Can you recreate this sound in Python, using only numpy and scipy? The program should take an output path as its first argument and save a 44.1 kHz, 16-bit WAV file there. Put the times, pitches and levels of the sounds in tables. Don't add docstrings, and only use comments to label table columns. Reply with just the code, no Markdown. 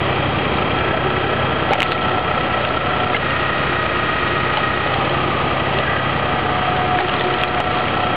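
import sys
import numpy as np
from scipy import signal
from scipy.io import wavfile
from scipy.ndimage import uniform_filter1d

SR = 44100
rng = np.random.default_rng(int(sys.argv[2]) if len(sys.argv) > 2 else 0)


def to_wav(sig):
    pcm = np.clip(np.atleast_2d(sig), -1, 1) * 32767
    pcm = np.round(pcm).astype(np.int16)
    wavfile.write(sys.argv[1], SR, pcm.T)


def attenuation_scalar(level_db):
    decades = np.asarray(level_db, float) / 20
    return 10 ** decades


N = 359849

# (multiple of the engine cycle [1], level [dB])
EXHAUST_ORDERS = [(1, -30.5), (2, -27.5), (3, -28), (4, -18), (5, -14), (6, 2), (7, -2.5), (8, -20),
                  (9, 4.5), (10, -15), (11, -18), (12, 7.5), (13, -14.5), (14, 0), (15, -11), (16, -2),
                  (17, -18.5), (18, -3.5), (19, -13), (20, -12), (21, -1), (22, -14), (23, -17), (24, -17),
                  (25, -12), (26, -17.5), (27, -6), (28, -20), (29, -1.5), (30, -16.5)]
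# (frequency [Hz], level per hertz [dB])
BLOCK_SPECTRUM = [(25, -24.5), (45, -8.5), (124, -7), (270, -6), (500, -3.5), (800, -8), (1030, -8),
                  (1310, -10.5), (1700, -12.5), (2200, -12.5), (3150, -12), (3800, -19.5), (4500, -18.5),
                  (5300, -23)]
# (time [s], twelfth order of the cycle [Hz])
ENGINE_SPEED = [(0, 134.5), (1.1, 135), (1.9, 133.6), (3.2, 133.5), (3.6, 131.3), (4.3, 129.7),
                (5.0, 130.4), (5.6, 133.6), (7.1, 133.5), (7.5, 132.7), (8.16, 133)]
# (frequency [Hz], width [Hz], level [dB], part [name])
LOADED_RINGS = [(1319, 46, -0.3, "upper case"), (1683, 36, -0.5, "ram guide"),
                (1541, 30, -0.5, "ram guide"), (1263.3, 37, 0.5, "lower case"),
                (1679, 21, -12, "third mesh"), (1297, 11, -14, "third mesh"),
                (1279, 6.9, -12.5, "upper case"), (1892, 44, -2, "third mesh"),
                (1417, 45, -5, "third mesh"), (3717, 80, -16.5, "third mesh"),
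                (4220, 75, -17, "third mesh"), (3230, 59, 1.5, "fifth mesh"), (2559, 65, -1, "fifth mesh"),
                (2512, 76, -9.5, "third mesh"), (4800, 40, -2, "fifth mesh")]
# (frequency [Hz], width [Hz], level [dB])
CASE_RINGS = [(627, 38, -32.5), (795, 36, -32.5), (970, 5.8, -54), (1935, 32, -34), (2376, 16, -40),
              (2802, 46, -45.5)]
# (rest [dB], down [dB], split [dB], back [dB])
SHAFT_THROB = [2.4, 2.4, 3, 1.2]
# (start [s], stroke [name])
RAM_STROKES = [
    (0, "rest"),
    (0.762, "down"),
    (1.758, "split"),
    (3.2, "back"),
    (4.919, "rest"),
    (5.8, "down"),
    (6.979, "split"),
]
# (time [s], share of the way [0-1])
LISTENER_WALK = [(0, 0.09), (1.4, 0.1), (1.9, 0.29), (4.5, 1), (6.2, 0.8), (8.16, 0.8)]
PART_LEVELS = {"exhaust": ([-25, -26, -27.5, -27], -2), "rumble": ([-25.5, -26, -26, -26.5], -1.4),
               "clatter": ([-27.5, -28.5, -28.5, -27.5], 0.96), "housing": ([-35.5, -36, -38.5, -47.5],
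               7.9), "upper case": ([-31.5, -26, -21, -25], -7), "lower case": ([-35.5, -35.5, -41.5, -31],
               7.1), "third mesh": ([-43, -42, -35.5, -26], 0.29), "fifth mesh": ([-35, -35.5, -35, -35.5],
               -3.4), "ram guide": ([-53, -35, -42.5, -44.5], -2.1)}
# (time [s], level [dB])
OIL_PRESSURE = [(0, -44), (.9, -35.5), (1.6, -44.5), (1.75, -24.5), (2.4, -31.5), (3.1, -24.5), (3.3, -58),
                (4.6, -43.5), (5.6, -32.5), (6.1, -33), (6.35, -25), (7.0, -20.5), (7.06, -29), (7.15, -26),
                (7.7, -22.5), (7.94, -29.5), (8.01, -25), (8.16, -21)]
# (start [s], length [s], boost [dB])
LINE_SURGES = [
    (0.614, 0.97, 10.5),
    (3.508, 1.4, 5),
    (5.004, 0.37, 6),
    (6.962, 0.18, 14.5),
    (7.166, 0.19, 13),
]
# (start [s], length [s], frequency [Hz], level [dB])
VALVE_HISSES = [
    (0.56, 0.089, 1300, -28),
    (0.786, 0.3, 1625, -32),
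    (5.8, 0.29, 1630, -28),
]
# (start [s], length [s], level [dB])
FIBRE_TEARS = [
    (1.835, 0.14, -22),
    (2.596, 0.14, -25),
    (7.03, 0.42, -29),
    (7.555, 0.4, -29),
]
# (time [s], peak [dB], frequency [Hz], contact length [s])
LOG_KNOCKS = [(1.707, -8, 560, 0.006), (1.716, -6, 780, 0.011), (1.7265, -7, 840, 0.0067),
              (1.736, -9, 885, 0.008), (1.7435, -10, 800, 0.004), (2.128, -14, 747, 0.012),
              (3.117, -14, 1250, 0.005), (3.127, -13, 1000, .005), (3.1475, -7, 810, 0.007),
              (4.572, -10, 853, 0.0076), (4.861, -12, 560, 0.005), (4.867, -17, 1300, 0.003),
              (4.917, -9, 600, 0.004), (4.933, -16, 2020, 0.004), (4.9365, -10, 600, 0.005),
              (4.957, -14, 760, 0.01), (5.055, -12, 600, 0.004), (5.132, -13, 680, 0.012),
              (5.784, -11.5, 565, 0.011), (6.972, -11, 1200, .003), (6.9885, -10, 840, 0.004),
              (6.995, -10.5, 900, 0.003), (7.0011, -6, 810, 0.007), (7.136, -12, 1200, .004),
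              (7.4358, -10, 1210, 0.002), (7.601, -6.5, 820, 0.0054)]
# (time [s], peak [dB], frequency [Hz], decay
# t60 [s])
SMALL_CRACKS = [(0.158, -20, 2310, 0.041), (1.8617, -12.5, 2300, 0.01), (1.8721, -15, 3140, 0.009),
                (1.905, -13, 3220, 0.0092), (1.9195, -2, 2630, 0.0057), (1.9192, -0.5, 4060, 0.0033),
                (2.0108, -14, 3260, 0.011), (2.0948, -16.5, 3600, 0.0061), (2.193, -12, 3200, 0.0051),
                (2.2474, -22, 3240, 0.0087), (2.4629, -16.5, 3230, 0.0087), (2.5273, -18, 2830, 0.008),
                (2.6071, -24, 2900, 0.0088), (2.6495, -9.5, 2760, 0.019), (3.164, -9.5, 2960, 0.04),
                (4.571, -4.5, 3030, 0.015), (5.0948, -11, 3060, 0.015), (5.7865, -7.5, 2700, 0.0103),
                (7.0273, -12, 2530, 0.008), (7.084, -11, 3300, 0.0074), (7.0937, -8, 2850, 0.015),
                (7.119, -23, 3300, 0.006), (7.139, -9.5, 3240, 0.0087), (7.1644, -15, 3900, 0.007),
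                (7.1954, -10.5, 3480, 0.0089), (7.2089, -6, 3220, 0.0083), (7.2385, -12, 3970, 0.005),
                (7.2515, -20, 3500, 0.005), (7.2686, -17, 3480, 0.008), (7.3266, -17, 2920, 0.0085),
                (7.3392, -13, 3050, 0.021), (7.385, -15, 3430, 0.0068), (7.4135, -7, 3650, 0.00307),
                (7.4588, -19, 2440, 0.008), (7.478, -12.5, 3920, 0.013), (7.484, -14, 4200, 0.008),
                (7.5247, -15, 2420, 0.0087), (7.602, -13, 2910, 0.011), (7.6554, -17, 2550, 0.0083),
                (7.7487, -21, 3180, 0.0088), (7.7861, -16, 3200, 0.0091), (7.8205, -18, 2400, 0.008),
                (7.9522, -12, 3130, 0.008), (7.882, -13, 2270, 0.019),
                (0.5383, -16, 3800, .005), (.5716, -20, 3800, .005), (.787, -11, 3200, .01),
              (1.741, -19, 2830, 0.017), (1.798, -12.5, 3140, 0.02), (1.833, -10, 3430, .008),
              (1.978, -9, 2320, 0.0088), (2.027, -11, 3000, 0.0074), (3.1392, -13, 3400, .006),
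              (3.159, -11, 2160, .015), (3.848, -19.5, 3600, 0.0052), (4.941, -9, 3200, 0.006),
              (6.67, -20, 3800, 0.0053)]
# (time [s], peak [dB], frequency [Hz], decay t60 [s])
LOG_SPLITS = [
    (1.7335, -1.1, 2300, .004),
    (1.8033, 1.6, 2800, .0032),
    (1.8196, 2.4, 2150, .0032),
    (1.8287, 4.5, 2750, .003),
    (3.1442, -7.5, 2100, .035),
    (3.1461, -8.5, 2100, .022),
    (3.1468, -9, 1650, .03),
    (6.9876, -3.6, 1750, .004),
    (7.4349, -1.7, 2540, .006),
]


def rms_one(x):
    return x / np.sqrt(np.mean(x ** 2) + 1e-20)


def in_time(rows):
    s, *columns = np.transpose(rows)
    return [np.interp(np.arange(N) / SR, s, c) for c in columns]


def drift(rate):
    r = np.exp(-80 * np.pi * rate / SR)
    slow = signal.lfilter([1], [1, -2 * r, r * r], rng.standard_normal(N // 40 + 2002))[2000:]
    return np.interp(np.arange(N) / 40, np.arange(len(slow)), rms_one(slow))


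def resonate(x, hz, width):
    r = np.exp(-np.pi * width / SR)
    return signal.lfilter([(1 - r * r) / 2, 0, (r * r - 1) / 2], [1, -2 * r * np.cos(2 * np.pi * hz / SR), r * r], x)


def resonate_twice(x, hz, width):
    return resonate(resonate(x, hz, width), hz, width)


def add(out, s, sound):
    i = round(s * SR)
    out[i:i + len(sound)] += sound[:N - i]


def random_ticks(per_s, top):
    strength = attenuation_scalar(4.5 * np.minimum(rng.exponential(1, N), top))
    return strength * rng.choice([-1, 1], N) * (rng.random(N) < per_s / SR)


def swells(table):
    out = np.zeros(N)
    for s, length, height in table:
        add(out, s, height * np.sqrt(np.hanning(round(length * SR))))
    return out


def by_stroke(levels_db):
    out = np.zeros(N)
    for s, stroke in RAM_STROKES:
        out[round(s * SR):] = levels_db[["rest", "down", "split", "back"].index(stroke)]
    return uniform_filter1d(out, round(0.057 * SR), mode="nearest")


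def part_db(name):
    levels_db, walk_db = PART_LEVELS[name]
    return by_stroke(levels_db) + walk_db * in_time(LISTENER_WALK)[0]


def exhaust(cycles):
    tones = 0
    for k, db in EXHAUST_ORDERS:
        waver = 0.007 * k * drift(4.6)
        lag = -0.065 * min(k, 12) * (2 * k - min(k, 12))
        tones = tones + attenuation_scalar(db + 1.2 * drift(1.8)) * np.cos(2 * np.pi * k * cycles + lag + waver)
    return attenuation_scalar(part_db("exhaust") + 0.5) * rms_one(tones)


def block(cycles):
    low = high = 0
    edges = 25 * 2 ** np.arange(0, 7.8, 1 / 3)
    white = rng.standard_normal((2, N))
    grit = rms_one(random_ticks(2500, top=6))
    cycle, crank, fire = 2 * np.pi * cycles, 4 * np.pi * cycles, 6 * np.pi * cycles
    firing = attenuation_scalar(0.93 * np.cos(fire) + 0.25 * np.cos(cycle + 0.51))
    puffs = attenuation_scalar(0.61 * np.cos(fire + 0.26) + 1.7 * np.cos(crank + 0.42) + 1.2 * np.cos(cycle + 0.38))
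    together = drift(30)
    spectrum_hz, spectrum_db = np.transpose(BLOCK_SPECTRUM)
    for k, (a, b) in enumerate(zip(edges, edges[1:])):
        hz = np.sqrt(a * b)
        share = np.clip((hz - 1500) / 4000, 0, 0.8)
        source = np.sqrt(1 - share) * white[k % 2] + np.sqrt(share) * grit
        band = signal.sosfilt(signal.butter(2, [a, b], "band", fs=SR, output="sos"), source)
        db = np.interp(np.log(hz), np.log(spectrum_hz), spectrum_db)
        puffing = puffs ** np.clip(1.3 - hz / 350, 0, 1)
        band = band * puffing * attenuation_scalar(db + 0.19 * together + 0.4 * drift(27))
        mix = np.clip(np.log2(hz / 700) / 1.48, 0, 1)
        low = low + (1 - mix) * band
        high = high + mix * band
    rumble = attenuation_scalar(part_db("rumble") + 3.5) * rms_one(low)
    clatter = attenuation_scalar(part_db("clatter") + 1.5) * rms_one(high * firing)
    return rumble + clatter


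def gearbox(turns, cycles):
    tooth = np.floor(21 * turns + 0.03 * drift(40)).astype(int)
    strikes = np.diff(tooth, prepend=0) > 0
    wear = 0.28 + rng.standard_normal(21)
    blows = rms_one(strikes * (wear[tooth % 21] + 0.7 * rng.standard_normal(N)))
    drive = blows + 0.8 * rng.standard_normal(N)
    crank_throb_db = 1.2 * np.cos(4 * np.pi * cycles)
    throb = attenuation_scalar(by_stroke(SHAFT_THROB) * np.cos(2 * np.pi * turns) + crank_throb_db)
    even_s, even_share = 0.03, 0.75
    out = 0
    for hz, width, db, part in LOADED_RINGS:
        ring = resonate_twice(drive, hz, 1.2 * width)
        ring = ring / uniform_filter1d(ring ** 2, round(even_s * SR)) ** (even_share / 2)
        out = out + attenuation_scalar(part_db(part) + db + 0.23 * drift(1.4)) * rms_one(ring)
    for hz, width, db in CASE_RINGS:
        ring = resonate_twice(drive, hz, 2.5 * width)
        out = out + attenuation_scalar(db + 2.0 * drift(1.2)) * rms_one(ring)
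    return out * rms_one(throb)


def pump(turns):
    tooth_db = -36.5 + swells(LINE_SURGES)
    octave_db = in_time(OIL_PRESSURE)[0]
    phase = 2 * np.pi * 12 * turns + 0.3 * drift(12)
    ripple = attenuation_scalar(tooth_db - 2.5 + 3.8 * drift(17)) * np.sin(phase)
    ripple += attenuation_scalar(octave_db - 2 + 2.2 * drift(12)) * np.sin(2 * phase)
    oil = rng.standard_normal(N)
    housing = resonate_twice(oil, 1185, 60) + 0.72 * resonate_twice(oil, 1110, 37)
    return np.sqrt(2) * ripple + attenuation_scalar(part_db("housing") - 1) * rms_one(housing)


def valve():
    out = np.zeros(N)
    for s, length, hz, db in VALVE_HISSES:
        size = round(length * SR)
        hiss = resonate_twice(rng.standard_normal(size), hz, 130)
        add(out, s, attenuation_scalar(db) * rms_one(hiss) * np.hanning(size) ** 0.25)
    return out


def tearing():
    hz, width = 3800, 2400
    shape = swells([(s, length, attenuation_scalar(db)) for s, length, db in FIBRE_TEARS])
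    ticks = random_ticks(170, top=3) * shape + 1e-18
    return 2 * resonate_twice(ticks, hz, width) * SR / width / np.pi


def knocks():
    out, t = np.zeros(N), np.arange(6000) / SR
    for s, db, hz, length in LOG_KNOCKS:
        grain = rng.standard_normal(len(t))
        fade = np.exp(-t / max(length, 0.001)) * (1 - np.exp(-t / 0.00088))
        rough = 2.2 * resonate(grain, hz, 250) + 1.6 * resonate(grain, 2.3 * hz, 500)
        rough += 0.35 * resonate(grain, 2900, 2000)
        modes = np.sin(2 * np.pi * hz * t) + 0.37 * np.sin(2 * np.pi * 0.87 * hz * t)
        body = fade * (modes + rough)
        add(out, s, attenuation_scalar(db + 0.5) * body / np.abs(body).max())
    return out


def cracks(table, splinter_db, rise_s):
    out, t = np.zeros(N), np.arange(2200) / SR
    for s, db, hz, t60 in table:
        fade = attenuation_scalar(-60 * t / max(t60, 0.002)) * (1 - np.exp(-t / rise_s)) ** 2
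        phase = 2 * np.pi * hz * t
        ring = fade * (np.sin(phase) + 0.5 * np.sin(0.57 * phase) + 0.4 * np.sin(1.325 * phase))
        snap = -ring / np.abs(ring).max()
        splinters = resonate(rng.standard_normal(len(t)), hz, 1800) * attenuation_scalar(splinter_db - 60 * t / 0.096)
        add(out, s, attenuation_scalar(db) * (snap + splinters))
    return out


def scene():
    cycles = np.cumsum(in_time(ENGINE_SPEED)[0]) / SR / 12
    turns = 12 * 21 / 92 * cycles
    machine = exhaust(cycles) + block(cycles) + gearbox(turns, cycles) + pump(turns) + valve()
    wood = tearing() + knocks()
    wood += cracks(SMALL_CRACKS, splinter_db=-13.5, rise_s=0.00032)
    wood += cracks(LOG_SPLITS, splinter_db=-16, rise_s=0.0005)
    echo = signal.lfilter([0.4], [1, -0.6], np.roll(wood, round(0.0099 * SR)))
    return (machine + wood + attenuation_scalar(-16.5) * echo)[None]


def low_pass(x):
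    return signal.sosfilt(signal.butter(12, 15750, fs=SR, output="sos"), x)


def record(dry):
    x = np.hstack([dry[:, 4000:0:-1], dry])
    x = signal.sosfilt(signal.butter(3, 3900, fs=SR, output="sos"), x)
    x = x - 0.5 * resonate(x, 4050, 600)
    x = signal.sosfilt(signal.butter(2, 45, "high", fs=SR, output="sos"), x)
    x = signal.sosfilt(signal.cheby2(11, 70, 5630, fs=SR, output="sos"), x)[:, 4000:]
    over_db = np.clip(20 * np.log10(np.abs(x) + 1e-9) + 8.68, 0, 6)
    ramp = 45 * np.arange(N) / SR
    held_db = np.maximum.accumulate(over_db + ramp, axis=1) - ramp
    r = np.exp(-1 / (0.007 * SR))
    x = x * attenuation_scalar(-0.6 * signal.lfilter([1 - r], [1, -r], held_db))
    x = np.clip(x - 0.0149, -0.69, 0.69)
    mirror = resonate(x, 2500, 3000) * np.cos(2 * np.pi * 10600 * np.arange(N) / SR)
    faint = attenuation_scalar(-64.5) * mirror + attenuation_scalar(-92) * rng.standard_normal(N)
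    x = x + signal.sosfilt(signal.butter(8, 6800, "high", fs=SR, output="sos"), faint)
    return low_pass(x)


dry = scene()
out = record(dry)
to_wav(out)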